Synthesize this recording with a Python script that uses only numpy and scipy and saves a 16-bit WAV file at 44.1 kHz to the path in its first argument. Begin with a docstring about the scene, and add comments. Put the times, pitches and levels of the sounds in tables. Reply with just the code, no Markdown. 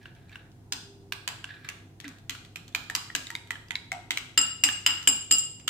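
"""A metal spoon works a thick paste in a small ceramic bowl, in a hard-walled kitchen, heard by a phone.
Soft drags and scattered dull two-tone knocks come first, with an early ring and a brief far drone.
From about 2.7 s the blows are mostly louder: the bare rim rings, handle or board twangs, deep thumps sound.
Knocks, rings and twangs are fading sine tones; cracks and drags are coloured noise. The room echoes them all.
Throughout, coloured noise and a wavering tone make the rush, hiss and hum of appliances."""
import sys
import numpy as np
from scipy import signal
from scipy.fft import rfft, irfft
from scipy.io import wavfile

SR = 44100
rng = np.random.default_rng(int(sys.argv[2]) if len(sys.argv) > 2 else 0)


def voltage_ratio(level):
    """Linear amplitude factor for a level in decibels (scalar or array-like)."""
    return 10 ** (np.asarray(level, float) / 20)


def int16_out(signal):
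    """Quantize to a 16-bit WAV file."""
    q = np.round(np.clip(np.atleast_2d(signal).T, -1, 1) * 32767)
    wavfile.write(sys.argv[1], SR, q.astype(np.int16))


N = 250929  # length in samples
T = np.arange(N) / SR  # time in seconds

# Spoon blows. Each row: time in seconds, level in dB, low knock in Hz, high knock in dB over the low one,
# crack in dB over the blow's level.
BLOWS = [(0.0572, -35.5, 1560, -1.5, -25), (0.1512, -51.5, 1780, -2, -13), (0.2952, -45, 2370, -11, -21),
         (0.318, -49, 1550, -5, -19), (0.3575, -33, 1564, 1.5, -22), (0.5178, -64, 2870, 6, -4),
         (0.7243, -26, 2330, 5, -2.5), (1.1235, -22.5, 1617, 4.5, -12), (1.278, -24, 2520, -23, -5.5),
         (1.4434, -27.5, 1583, 5.5, -18), (1.648, -45, 1900, 3, -8), (1.6895, -24, 2850, -11, -13),
         (2.0025, -41.5, 1870, 6.5, -4.5), (2.0441, -32, 2000, -30, -22), (2.0807, -41, 2300, -16, -3.5),
         (2.186, -62.5, 2500, -16.5, 2.5), (2.2967, -33, 1950, 5.5, 2), (2.3516, -33, 1470, -15, -15.5),
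         (2.45, -54.5, 1910, 14, 0.5), (2.5595, -24.5, 2480, -28, -14.5), (2.681, -48.5, 2480, 5, -4),
         (2.727, -47.5, 3460, -20, -18), (2.7497, -12.5, 2437, -18, -17.5),
         (2.8998, -19.5, 1790, -22, -18.5), (2.92, -44, 3880, -20, -19), (2.9519, -20, 2790, 3.5, -4),
         (3.102, -30, 1880, -13, -36), (3.1518, -17, 1637, 2.5, -8.5), (3.27, -40.5, 2100, 14, -6),
         (3.3042, -24, 1900, -33, -17), (3.3527, -21.5, 2137, 0, -20.5), (3.474, -51.5, 2170, -16, -5.5),
         (3.5075, -17, 1960, -26, -19), (3.556, -33.5, 1725, -2.5, -28), (3.685, -51, 2770, 6, -8.5),
         (3.708, -20.5, 2016, -5, -19), (3.7554, -20.5, 2215, 3, -23), (3.919, -17, 2165, -17, -20),
         (4.1081, -15.5, 2067, -4.5, -14), (4.1741, -15.5, 2256, -5.5, -17.5), (4.377, -19, 2700, 7.5, -4),
         (4.6386, -17, 2910, -30, -1.5), (4.6888, -17.5, 1730, -1, -18.5), (4.865, -19, 2600, -27, -1),
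         (4.905, -27.5, 2190, -20, -11), (5.029, -59.5, 2500, -9, 15), (5.0748, -16.5, 1705, 10, -6),
         (5.3111, -27.5, 1750, -9.5, 4), (5.6, -63, 2520, -9, 8), (5.6801, -27, 1925, 15.5, 0.5)]
OVERTONE_RATIO = 1.77  # the choked bowl's high knock over its low one
# Crack of metal on glaze. Each row: frequency in Hz, gain in dB.
CRACK_COLOUR = [(70, -33), (150, -11), (280, 14), (500, -6), (1000, 10.5), (3000, 20.5), (5000, 13.5),
                (7500, 15.5), (9500, 5.5), (12000, 0), (14000, 6.5), (15500, -2), (17000, -41)]
# Rings of the bare rim, some from the spoon bouncing and rattling on the rim just after a blow; each favours
# one ring shape and starves the others. Each row: time in seconds, level in dB, favoured shape (0 lowest, 4
# highest), loss in dB one shape away (it grows with the square of the distance).
RIM_RINGS = [(0.721, -26, 1.95, 22), (2.948, -39, 0.4, 1.4), (3.150, -45, 0.9, 1.1),
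             (4.376, -15.5, 1.4, 0.9), (4.388, -21, 2.2, 6), (4.412, -24, 3.1, 8), (4.637, -17, 2.1, 3.5),
             (4.688, -24, -0.6, 5), (4.862, -18, 1.8, 5), (4.905, -28, 1.1, 5), (5.074, -17, 2.7, 2.5),
             (5.087, -19, 2.6, 2.5), (5.312, -19, 2.6, 1.1), (5.322, -20, 2.7, 1.5), (5.338, -23, 2.6, 2.5),
             (5.383, -26, 3.0, 9), (5.676, -30, 0.8, 1.1)]
# Ringing modes of the bowl. Each row: frequency in Hz, relative level in dB, seconds to fade by 60 dB.
BOWL_MODES = [(1307, -7, 0.038), (2854, 1.5, 0.086), (2850, -6.5, 0.045), (2861, -13, 0.26),
              (2834, -4.5, 0.2), (2990, -0.5, 0.03), (4978, -2, 0.049), (4963, -12, 0.18),
              (4870, -15.5, 0.17), (7206, 11, 0.022), (7530, 11, 0.017), (7390, -12, 0.049),
              (7510, 9, 0.057), (7960, -11, 0.11), (8230, 4, 0.017), (10380, -4.5, 0.02),
              (10490, -9.5, 0.068), (9700, -32, 0.026), (12800, -27, 0.033), (13800, -3, 0.025),
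              (12500, -19, 0.021)]
# Frequencies in Hz that divide the bowl modes into the five ring shapes.
SHAPE_TOP_HZ = [2000, 4000, 6000, 8000]

# Twangs of the handle. Each row: time in seconds, level in dB.
HANDLE_TWANGS = [(2.900, -54), (3.303, -52), (3.507, -60), (3.706, -54.5), (3.921, -52), (4.108, -56.5)]
HANDLE_HZ, HANDLE_T60_S = 925.6, 0.38
# Knocks of the bowl on the board. Each row: time in seconds, level in dB.
BOARD_KNOCKS = [(2.045, -43), (4.637, -43.5), (4.863, -55)]
BOARD_HZ, BOARD_T60_S = 275, 0.12
# Very deep short thumps under three of the blows. Each row: time in seconds, level in dB.
DEEP_THUMPS = [(4.377, -41), (5.073, -43), (5.312, -41.5)]
THUMP_HZ, THUMP_T60_S = 45, 0.07
# A lone ping and a lone clonk. Each row: time in seconds, level in dB, frequency in Hz,
# seconds to fade by 60 dB.
LONE_RINGS = [(0.726, -34, 4100, 0.04), (3.920, -34, 724.6, 0.057)]

# The spoon dragging through paste along the wall. 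Each row: start in seconds, hold in seconds, level in dB.
STROKES = [(0.0, 0.065, -62), (0.171, 0.022, -67.5), (0.321, 0.022, -58), (1.46, 0.19, -63.5),
           (1.659, 0.028, -58), (2.043, 0.014, -63), (2.695, 0.27, -75.5)]
STROKE_RISE_DB_PER_S, STROKE_FALL_DB_PER_S = 450, 196
# Lumps catching the edge: how many a second, level against the wavering hiss of the drag, scatter of sizes.
GRIT_PER_S, GRIT_DB, GRIT_SPREAD_DB = 200, -8.5, 2

# Colour of the low rush. Each row: frequency in Hz, relative level in dB per Hz.
RUSH_COLOUR = [(15, -59), (25, -9), (75, -5), (107, -11.5), (124, 0), (181, -5), (292, -19.5), (394, -13),
               (425, -14.5), (500, -27.5), (650, -69), (1100, -120)]
# Colour of the hiss. Each row: frequency in Hz, relative level in dB per Hz.
HISS_COLOUR = [(290, -14), (500, 2), (586, 1), (613, -10), (668, 6), (1140, -9.5), (3020, -18), (6700, -19),
               (10400, -22.5), (11500, -25), (16000, -26.5)]
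RUSH_DB, HISS_DB = -56.5, -66.5  # level of the part shared by left and right
# Faint hum bands. Each row: centre in Hz, width in Hz, level in dB.
HUM_BANDS = [(127.3, 11.6, -65), (252, 17.5, -65), (320, 68, -64.5)]
MOTOR_HZ, MOTOR_DB = 100.6, -53.5  # middle values that the motor tone wavers around
# A brief far drone. Each row: time in seconds, frequency in Hz, level in dB.
DRONE = [(.74, 400, -70), (.8, 400, -66), (.88, 398, -53.5), (1.1, 394, -56.5), (1.2, 393, -59),
         (1.3, 396, -79)]

# Bands of the room's tail. Each row: centre in Hz, seconds to fade by 60 dB, relative level in dB.
ROOM_BANDS = [(260, 0.29, -5), (686, 0.33, -2.5), (1240, 0.5, -7), (2510, 0.5, -13), (4220, 0.56, -14),
              (8700, 0.49, -15.5), (14000, 0.35, -21)]
# First echoes. Each row: delay in seconds, left level in dB, right level in dB.
FIRST_ECHOES = [(.003, -64, -1.5), (.010, -6, -14), (0.012, -74, -10)]
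KNOCK_TO_ROOM_DB = -8  # the cup of the bowl throws its knocks up at the phone, less into the room


def blows():
    """Paste chokes the bowl: two knocks a few cycles long, and a broad crack of metal on glaze."""
    knocks, cracks = np.zeros((2, 2, N + SR))
    size, lead = 2048, 64  # samples in a crack, and of room before its onset
    t = np.arange(size) / SR
    bins_hz = np.maximum(np.arange(size // 2 + 1) * SR / size, 1)
    crack_gain = colour(CRACK_COLOUR)(bins_hz)
    own = np.clip(bins_hz / 3000, 0.15, 1)  # left and right hear the treble along different paths
    shared = np.sqrt(1 - own ** 2)
    phase_chance = rng.standard_normal((len(BLOWS), 7))
    crack_fade = np.exp(-t / 0.00062) + 0.15 * np.exp(-t / 0.0072)
    bursts = rng.standard_normal((len(BLOWS), 3, size)) * crack_fade
    for (s, db, low_hz, high_db, crack_db), chance, burst in zip(BLOWS, phase_chance, bursts):
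        # four tones make the low knock, three the high one
        low_tones = low_hz * np.array([0.45, 0.75, 1, 1.2])
        high_tones = OVERTONE_RATIO * low_hz * np.array([0.85, 1, 1.22])
        hz = np.r_[low_tones, high_tones]
        gain_db = db + np.r_[-20, -7, 3, -5, high_db + np.array([-5, 3, -5])]
        t60 = np.r_[0.02, 0.011, 0.013, 0.009, 0.008, 0.010, 0.007]
        apart = np.clip(hz / 2500, 0, 3) * chance
        # a cushioned blow, with little crack, pushes longer and rings hollower
        soft = 1 + np.clip(-crack_db - 15, 0, 12) / 24
        add_ring(knocks, s - 0.000838 * soft, hz, gain_db + 2.75 * (soft - 1), t60 * soft,
                 0.00084 * soft ** 0.48, (0 * apart, apart))

        both, left, right = rfft(np.roll(burst, lead, axis=1), axis=1) * crack_gain
        crack = irfft(shared * both + own * np.array([left, right]), size)
        i = int((s - 0.0008) * SR) - lead
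        cracks[:, i:i + size] += voltage_ratio(db + crack_db) * crack
    return knocks[:, :N], cracks[:, :N]


def rim():
    """The free rim rings in closely spaced modes; fingers and paste soon quiet it."""
    out = np.zeros((2, N))
    hz, mode_db, t60 = np.transpose(BOWL_MODES)
    shape = np.searchsorted(SHAPE_TOP_HZ, hz)
    chance = rng.standard_normal((len(RIM_RINGS), 4, len(BOWL_MODES)))
    for (s, db, favoured, loss_db), (level, pitch, phase, apart) in zip(RIM_RINGS, chance):
        gain_db = db - loss_db * (shape - favoured) ** 2 + mode_db + 0.2 * level
        left_phase = 9 * phase
        right_phase = left_phase + np.clip(hz / 4000, 0, 3) * apart
        add_ring(out, s, hz * (1 + 0.0037 * pitch), gain_db, t60, 0.0025, (left_phase, right_phase))
    # the ring flutters as spoon and fingers keep touching the bowl
    return out * voltage_ratio(1.66 * wander(54))


def handle():
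    """The spoon handle bends to and fro and twangs."""
    return close_pairs([(s, db, HANDLE_HZ, HANDLE_T60_S) for s, db in HANDLE_TWANGS])


def board():
    """The board under the bowl bends and gives a short low knock."""
    return close_pairs([(s, db, BOARD_HZ, BOARD_T60_S) for s, db in BOARD_KNOCKS])


def deep_thumps():
    """A deep thump, fading fast."""
    return close_pairs([(s, db, THUMP_HZ, THUMP_T60_S) for s, db in DEEP_THUMPS])


def lone_rings():
    """One ping and one clonk, each a fading pair of tones."""
    return close_pairs(LONE_RINGS)


def drag():
    """The spoon edge slides through paste: a grainy hiss and catching lumps, coloured by the choked bowl."""
    def body(f):
        low = 1 / (1 + ((f - 1700) / 180) ** 2)
        middle = 0.29 / (1 + ((f - 2400) / 250) ** 2)
        high = 0.28 / (1 + ((f - 3600) / 700) ** 2)
        return low + middle + high

    lumps = (rng.random(N) < GRIT_PER_S / SR) * voltage_ratio(GRIT_SPREAD_DB * rng.standard_normal(N))
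    bins_hz = np.arange(N // 2 + 1) * SR / N
    lump_gain = body(bins_hz * 0.73) + 0.085 * (bins_hz > 1000)  # bowl colour moved up, plus even treble
    ticks = unit(irfft(rfft(lumps) * lump_gain, N))
    hiss = shaped(body, N) * voltage_ratio(6.5 * wander(55))
    return (hiss + voltage_ratio(GRIT_DB) * ticks) * strokes() * np.ones((2, 1))


def strokes():
    """Pressure of the spoon on the wall: each stroke rises, holds and dies away."""
    s, hold, db = np.transpose(STROKES)[:, :, None]
    rise_db = STROKE_RISE_DB_PER_S * np.maximum(s - T, 0)
    fall_db = STROKE_FALL_DB_PER_S * np.maximum(T - s - hold, 0)
    return voltage_ratio(db - rise_db - fall_db).max(0)


def room(x):
    """First echoes off counter and walls, then a dense tail that dies band by band."""
    size = SR // 2
    t = np.arange(size) / SR
    tail = np.zeros((2, size))
    for hz, t60, db in ROOM_BANDS:
        band = lambda f: np.exp(-0.5 * (np.log2(f / hz) / 0.45) ** 2)
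        shared, left, right = (shaped(band, size) for _ in range(3))
        own = np.clip(hz / 1200, 0.3, 1)  # left and right differ more towards the treble
        noise = np.sqrt(1 - own ** 2) * shared + own * np.array([left, right])
        fade = np.exp(-np.log(1000) * t / t60) * np.clip(t / 0.015, 0, 1)
        even = 4 * np.sqrt(hz / SR / (t60 * SR / 14))  # allows for the band's width and length
        tail += voltage_ratio(db) * even * fade * noise
    for s, left_db, right_db in FIRST_ECHOES:
        tail[:, int(s * SR)] += voltage_ratio([left_db, right_db])
    return signal.fftconvolve(x, tail, axes=1)[:, :N]


def rush():
    """Appliances make a steady low rush and a hiss, both coloured noise."""
    return air(RUSH_COLOUR, RUSH_DB, -11) + air(HISS_COLOUR, HISS_DB, -3)


def hum():
    """Faint narrow bands of noise hum steadily."""
    out = np.zeros(N)
    for hum_hz, width_hz, hum_db in HUM_BANDS:
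        out += voltage_ratio(hum_db) * shaped(lambda f: 1 / (1 + (2 * (f - hum_hz) / width_hz) ** 2), N)
    return out


def motor():
    """A motor tone wavers in pitch and level."""
    hz = MOTOR_HZ * (1 + 0.015 * wander(5.2))
    return np.sin(2 * np.pi * np.cumsum(hz) / SR) * voltage_ratio(MOTOR_DB + 2 * wander(8.2))


def drone():
    """A far tone swells, then sinks in pitch and level."""
    return voltage_ratio(curve(DRONE, 2)) * np.sin(2 * np.pi * np.cumsum(curve(DRONE, 1)) / SR)


def add_ring(out, s, hz, db, t60, push, phase):
    """Fading tones set going by a push of some seconds; phase holds one value per channel and tone."""
    i = int(s * SR)
    t = np.arange(min(int(1.2 * np.max(t60) * SR) + 9, out.shape[1] - i)) / SR
    fade = voltage_ratio(db)[:, None] * np.exp(-np.log(1000) * t / np.asarray(t60)[:, None])
    for c in range(2):
        ring = np.sin(2 * np.pi * np.asarray(hz)[:, None] * t + phase[c][:, None])
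        out[c, i:i + len(t)] += (fade * ring).sum(0) * np.minimum(t / push, 1)


def close_pairs(rings):
    """Each row sounds at two nearby pitches, the upper one weaker."""
    out = np.zeros((2, N))
    for s, db, hz, t60 in rings:
        add_ring(out, s, [hz, 1.045 * hz], [db, db - 8.5], [t60, t60], 0.003, np.zeros((2, 2)))
    return out


def air(table, db, side_db):
    """Steady noise, nearly alike left and right in the bass; side_db sets how far they differ."""
    gain = colour(table)
    side = shaped(lambda f: gain(f) * np.clip(f / 1500, 0.18, 1), N) * np.array([[1], [-1]])
    return voltage_ratio(db) * (shaped(gain, N) + voltage_ratio(side_db) * side)


def wander(rate_hz):
    """Slow chance with spread 1; wobbles faster than rate_hz are weak."""
    return shaped(lambda f: 1 / (1 + (f / rate_hz) ** 2), N)


def shaped(gain, size):
    """Noise of rms 1 whose spectrum follows gain(Hz)."""
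    hz = np.arange(size // 2 + 1) * SR / size + 1e-3  # just above zero, so logarithms work
    return unit(irfft(rfft(rng.standard_normal(size)) * gain(hz), size))


def colour(table):
    """A spectrum table as a gain function of Hz."""
    hz, db = np.transpose(table)
    return lambda f: voltage_ratio(np.interp(np.log(f), np.log(hz), db))


def curve(table, column):
    """One column of a table along time."""
    return np.interp(T, *np.array(table)[:, [0, column]].T)


def unit(x):
    """Scale to rms 1."""
    return x / np.sqrt(np.mean(x ** 2))


def scene():
    """All but the appliances sounds through the room."""
    knocks, cracks = blows()
    near = cracks + rim() + handle() + board() + deep_thumps() + lone_rings() + drag()
    echoes = room(near + voltage_ratio(KNOCK_TO_ROOM_DB) * knocks)
    kitchen = rush() + hum() + motor() + drone()
    return knocks + near + echoes + kitchen


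def band_limit(x):
    """A steep low-pass at the top of the band."""
    return signal.sosfilt(signal.butter(12, 16680, fs=SR, output="sos"), x)


def record(dry):
    """The left is a little quieter and duller at the top; loud peaks are rounded, the top is cut."""
    top = signal.sosfilt(signal.butter(2, 10000, "highpass", fs=SR, output="sos"), dry)
    ports = (dry + np.array([[-0.4], [0.5]]) * top) * voltage_ratio([[-0.3], [0.3]])
    rounded = np.tanh(1.3 * ports) / 1.3
    cut = signal.sosfilt(signal.butter(8, 15600, fs=SR, output="sos"), rounded)
    return band_limit(cut)


dry = scene()
out = record(dry)
int16_out(out)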